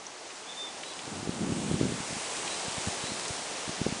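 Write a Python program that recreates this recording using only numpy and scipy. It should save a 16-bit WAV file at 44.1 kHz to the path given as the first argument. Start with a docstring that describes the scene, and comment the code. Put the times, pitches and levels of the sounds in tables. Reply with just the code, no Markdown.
"""A gust builds in tall trees, then eases: the crowns roar and countless leaves hiss and patter, all shaped noise.
Eddies reach the microphone as low turbulent noise and swings of pressure: a spell of buffeting, then soft thumps.
A distant bird whistles and chirps in gliding tones that echo among the trunks.
A few twigs tick in short bursts of noise. The sound is mono."""
import sys
import numpy as np
from scipy import signal
from scipy.fft import rfft, irfft
from scipy.io import wavfile
from scipy.ndimage import uniform_filter1d

SR = 44100
rng = np.random.default_rng(int(sys.argv[2]) if len(sys.argv) > 2 else 0)


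def file_out(sig):
    """Save sig as 16-bit WAV at sys.argv[1]."""
    # one column per channel
    cols = np.atleast_2d(sig).T
    # limit, then scale
    lim = np.clip(cols, -1, 1)
    pcm = np.round(lim * 32767).astype(np.int16)
    wavfile.write(sys.argv[1], SR, pcm)


N = 176400  # 4 s

TWIG_ATTACK_S = .001
# bird: pitch swing of the roughest note as a share of its pitch, its rate, and the echo from the trunks
WARBLE_SHARE, WARBLE_PER_S, ECHO_T60_S, ECHO_DB = .03, 450, .28, -5
LOW_CUT_HZ = 50  # the microphone passes little below this
BUFFET_FLICKER_DB, BUFFET_FLICKER_PER_S = 2, 70
SWIRL_DB, SWIRL_S = -19, .015  # rough air around each eddy: level against its peak, and spread in time
SWAY_DB, FLUTTER_DB = 0.68, .5
# levels hold where the gust stands at 0 dB; a gust power is the dB of change for each dB of gust
ROAR_DB, ROAR_GUST_POWER = -40.0, 0.79
LEAVES_DB, LEAVES_GUST_POWER = -35.5, 1.0
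PATTER_PER_S, PATTER_DB, PATTER_SPREAD_DB = 1500, -45.5, 3.0
SHEEN_HZ, SHEEN_GUST_POWER = 7500, 0.24  # the top treble grows faster with the gust
TOP_HZ = 10080


def undb(db):
    """Decibels to gain."""
    return 10 ** (np.asarray(db) / 20)


def unit(x):
    """Scale to rms 1."""
    return x / np.sqrt(np.mean(x ** 2) + 1e-20)


def clock():
    """Time of every sample, in seconds."""
    return np.arange(N) / SR


def curve(rows):
    """Join (seconds, value) rows by straight lines."""
    return np.interp(clock(), *np.array(rows).T)


def octaves():
    """Log frequency of every spectral bin, in octaves above 1 Hz."""
    return np.log2(np.maximum(np.arange(N // 2 + 1) * SR / N, 1))


def colour(x, points):
    """Filter by (Hz, dB) points, to rms 1."""
    hz, db = np.array(points).T
    gain = undb(np.interp(octaves(), np.log2(hz), db))
    return unit(irfft(rfft(x) * gain, N))


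def walk(rate):
    """Smooth random motion with spread near 1, taking a new random step `rate` times a second."""
    k = max(int(SR / rate), 2)
    steps = np.repeat(rng.standard_normal(N // k + 2), k)
    smooth = uniform_filter1d(uniform_filter1d(steps, k), k)
    return 1.3 * smooth[k // 2:k // 2 + N]


def restless(x):
    """Each half octave sways slowly and flutters quickly, as branches move on their own."""
    spectrum = rfft(x)
    place = np.clip(2 * (octaves() - 8), 0, 11)  # half octaves above 256 Hz
    out = 0
    for k in range(12):
        band = irfft(spectrum * np.maximum(1 - abs(place - k), 0), N)
        out = out + band * undb(SWAY_DB * walk(3.08) + FLUTTER_DB * walk(18))
    return out


def twigs():
    """Twigs knock together: short dry ticks of band noise with a fast attack and decay."""
    # Each row: start in seconds, peak rms level in dB, centre in Hz, width in octaves, decay in seconds.
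    ticks = [(.066, -36.5, 5950, .1, 0.0018), (.303, -43.5, 2500, .7, .006),
             (0.8327, -35, 2400, 0.61, 0.0043), (.991, -40, 3000, 0.52, .005),
             (2.475, -31.5, 2200, 0.75, .005), (2.692, -36, 3400, .5, .004), (3.279, -34, 7100, 0.4, .005)]
    out = np.zeros(N)
    for at, db, hz, width, decay in ticks:
        age = np.maximum(clock() - at, 0)
        band = np.exp(-.5 * ((octaves() - np.log2(hz)) / width) ** 2)
        crack = unit(irfft(rfft(rng.standard_normal(N)) * band, N))
        shape = (1 - np.exp(-age / TWIG_ATTACK_S)) * np.exp(-age / decay)
        out += undb(db) * crack * shape / shape.max()
    return out


def bird():
    """Distant gliding, warbling whistles, smeared by echoes from the trunks."""
    # Each row: start in seconds, length in seconds, first pitch in Hz, last pitch in Hz,
    # level of the direct note in dB, roughness from 0 to 1.
    notes = [(.465, .075, 3460, 3490, -45.5, .8), (0.564, 0.097, 3575, 3580, -41, 0.15),
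             (0.653, 0.043, 3550, 3470, -44, .4), (.845, 0.084, 3930, 3910, -49.5, .7),
             (0.909, 0.031, 3400, 3460, -51, 0.3), (2.485, 0.073, 3820, 4060, -43.5, .8),
             (3.033, .085, 3870, 4190, -42.5, .8)]
    t, song = clock(), np.zeros(N)
    for at, length, first_hz, last_hz, db, rough in notes:
        u = np.clip((t - at) / length, 0, 1)  # progress through the note
        glide = first_hz + (last_hz - first_hz) * u
        hz = glide * (1 + WARBLE_SHARE * rough * walk(WARBLE_PER_S))
        swell = np.sqrt(2 * abs(np.sin(np.pi * u)))
        song += undb(db) * swell * np.sin(2 * np.pi * np.cumsum(hz) / SR)
    trunks = rng.standard_normal(N) * np.exp(-np.log(1000) * t / ECHO_T60_S)
    echo = signal.fftconvolve(song, trunks / np.linalg.norm(trunks))[:N]
    return song + undb(ECHO_DB) * echo


def microphone_wind():
    """Fitful low turbulence; each strong eddy is one swing of pressure wrapped in a short swirl."""
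    # Turbulence at the microphone between eddies. Each row: time in seconds, level in dB.
    buffet = [(0, -90), (.9, -76), (1.08, -45), (1.36, -38), (1.46, -31.5), (1.59, -31.5), (1.73, -30),
              (1.91, -32), (2.06, -53), (2.15, -43), (2.22, -58), (2.38, -54), (2.56, -58), (3.1, -50),
              (3.5, -63), (3.75, -56), (3.89, -44), (4.0, -47)]
    # Colour of the turbulence. Each row: frequency in Hz, relative level in dB per Hz.
    buffet_colour = [(20, -24), (50, -14), (90, -6), (140, -2), (220, 1.5), (330, -5), (480, -13),
                     (800, -26), (1600, -54)]
    # Single eddies that hit the microphone. Each row: time of mid-swing in seconds,
    # peak in dB ahead of the low cut, centre in Hz, sign of the pressure swing.
    eddies = [(1.0785, -29.5, 250, 1), (1.231, -28, 190, -1), (1.2752, -24.5, 250, 1),
              (1.294, -19.5, 180, 1), (1.5233, -19, 222, 1), (1.7146, -15.5, 220, -1),
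              (1.7433, -18.5, 150, 1), (1.8133, -13.5, 260, 1), (1.832, -19, 210, 1),
              (1.8552, -20.5, 220, 1), (1.923, -22, 240, -1), (2.005, -30, 159, -1), (2.1101, -35, 170, -1),
              (2.1299, -32, 150, -1), (2.1687, -33, 160, 1), (2.6837, -30.5, 139, 1), (2.7829, -27, 150, 1),
              (2.8752, -24.5, 112, -1), (2.8856, -26, 120, -1), (3.041, -32, 135, 1),
              (3.1205, -29, 170, -1), (3.309, -29.5, 97, -1), (3.6803, -34, 140, -1),
              (3.6953, -29.5, 160, 1), (3.8169, -19.5, 183, -1), (3.8662, -15, 275, -1),
              (3.8904, -29, 165, 1), (3.9262, -23, 160, -1)]
    swings, strength = 0, undb(curve(buffet))
    for at, db, hz, sign in eddies:
        age = clock() - at
        u = 2 * np.pi * hz * age
        swings = swings - np.sign(sign) * undb(db) * u * np.exp((1 - u ** 2) / 2)
        swirl = undb(db + SWIRL_DB) * np.exp(-abs(age) / SWIRL_S)
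        strength = np.maximum(strength, swirl)
    flicker = undb(BUFFET_FLICKER_DB * walk(BUFFET_FLICKER_PER_S))
    churn = unit(colour(rng.standard_normal(N), buffet_colour) * flicker)
    low_cut = signal.butter(1, LOW_CUT_HZ, "high", fs=SR, output="sos")
    return signal.sosfiltfilt(low_cut, swings + strength * churn)


def crowns(gust_db):
    """Air roars through distant branches: coloured noise that rises with the gust."""
    # Colour of the roar. Each row: frequency in Hz, relative level in dB per Hz.
    roar = [(25, -32), (60, -19.5), (120, -13.5), (200, -7.5), (350, -1.5), (750, 0), (1100, -2.5),
            (1600, -8.5), (3000, -19), (8000, -43)]
    noise = restless(colour(rng.standard_normal(N), roar))
    return noise * undb(ROAR_DB + ROAR_GUST_POWER * gust_db)


def leaves(gust_db):
    """Far leaves merge into a hiss, near ones patter; both brighten with the gust."""
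    # Colour of hiss and patter. Each row: frequency in Hz, relative level in dB per Hz.
    leaf_colour = [(400, -17.5), (1000, -8.5), (1800, -1), (2800, 0.5), (4500, -0.7), (6500, -.5),
                   (8300, -1), (10000, -5)]
    hiss = restless(colour(rng.standard_normal(N), leaf_colour))
    # single touches come more often as the gust grows
    touches = rng.random(N) < PATTER_PER_S * undb(gust_db / 2) / SR
    sizes = undb(PATTER_SPREAD_DB * np.minimum(rng.exponential(size=N), 5))
    patter = colour(touches * sizes * rng.standard_normal(N), leaf_colour)
    rustle = undb(LEAVES_DB) * hiss + undb(PATTER_DB) * patter
    rustle = rustle * undb(LEAVES_GUST_POWER * gust_db)
    treble = (1 + np.tanh(6 * (octaves() - np.log2(SHEEN_HZ)))) / 2
    sheen = irfft(rfft(rustle) * treble, N)
    return rustle + sheen * (undb(SHEEN_GUST_POWER * gust_db) - 1)


def scene():
    """One gust drives crowns and leaves; both channels carry the same sound."""
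    # Strength of the gust in the crowns. Each row: time in seconds, level in dB.
    gust = [(0, -10.5), (.5, -8.5), (1.0, -6.5), (1.5, -4.5), (2.0, -2), (2.35, -0.35), (2.9, -0.7),
            (3.4, -1.37), (4.0, -2.5)]
    gust_db = curve(gust)
    mono = twigs() + bird() + microphone_wind() + crowns(gust_db) + leaves(gust_db)
    return np.array([mono, mono])


def record(dry):
    """The recorder cuts the top steeply."""
    top_cut = signal.ellip(12, .1, 75, TOP_HZ, fs=SR, output="sos")
    return signal.sosfilt(top_cut, dry)


dry = scene()
out = record(dry)
file_out(out)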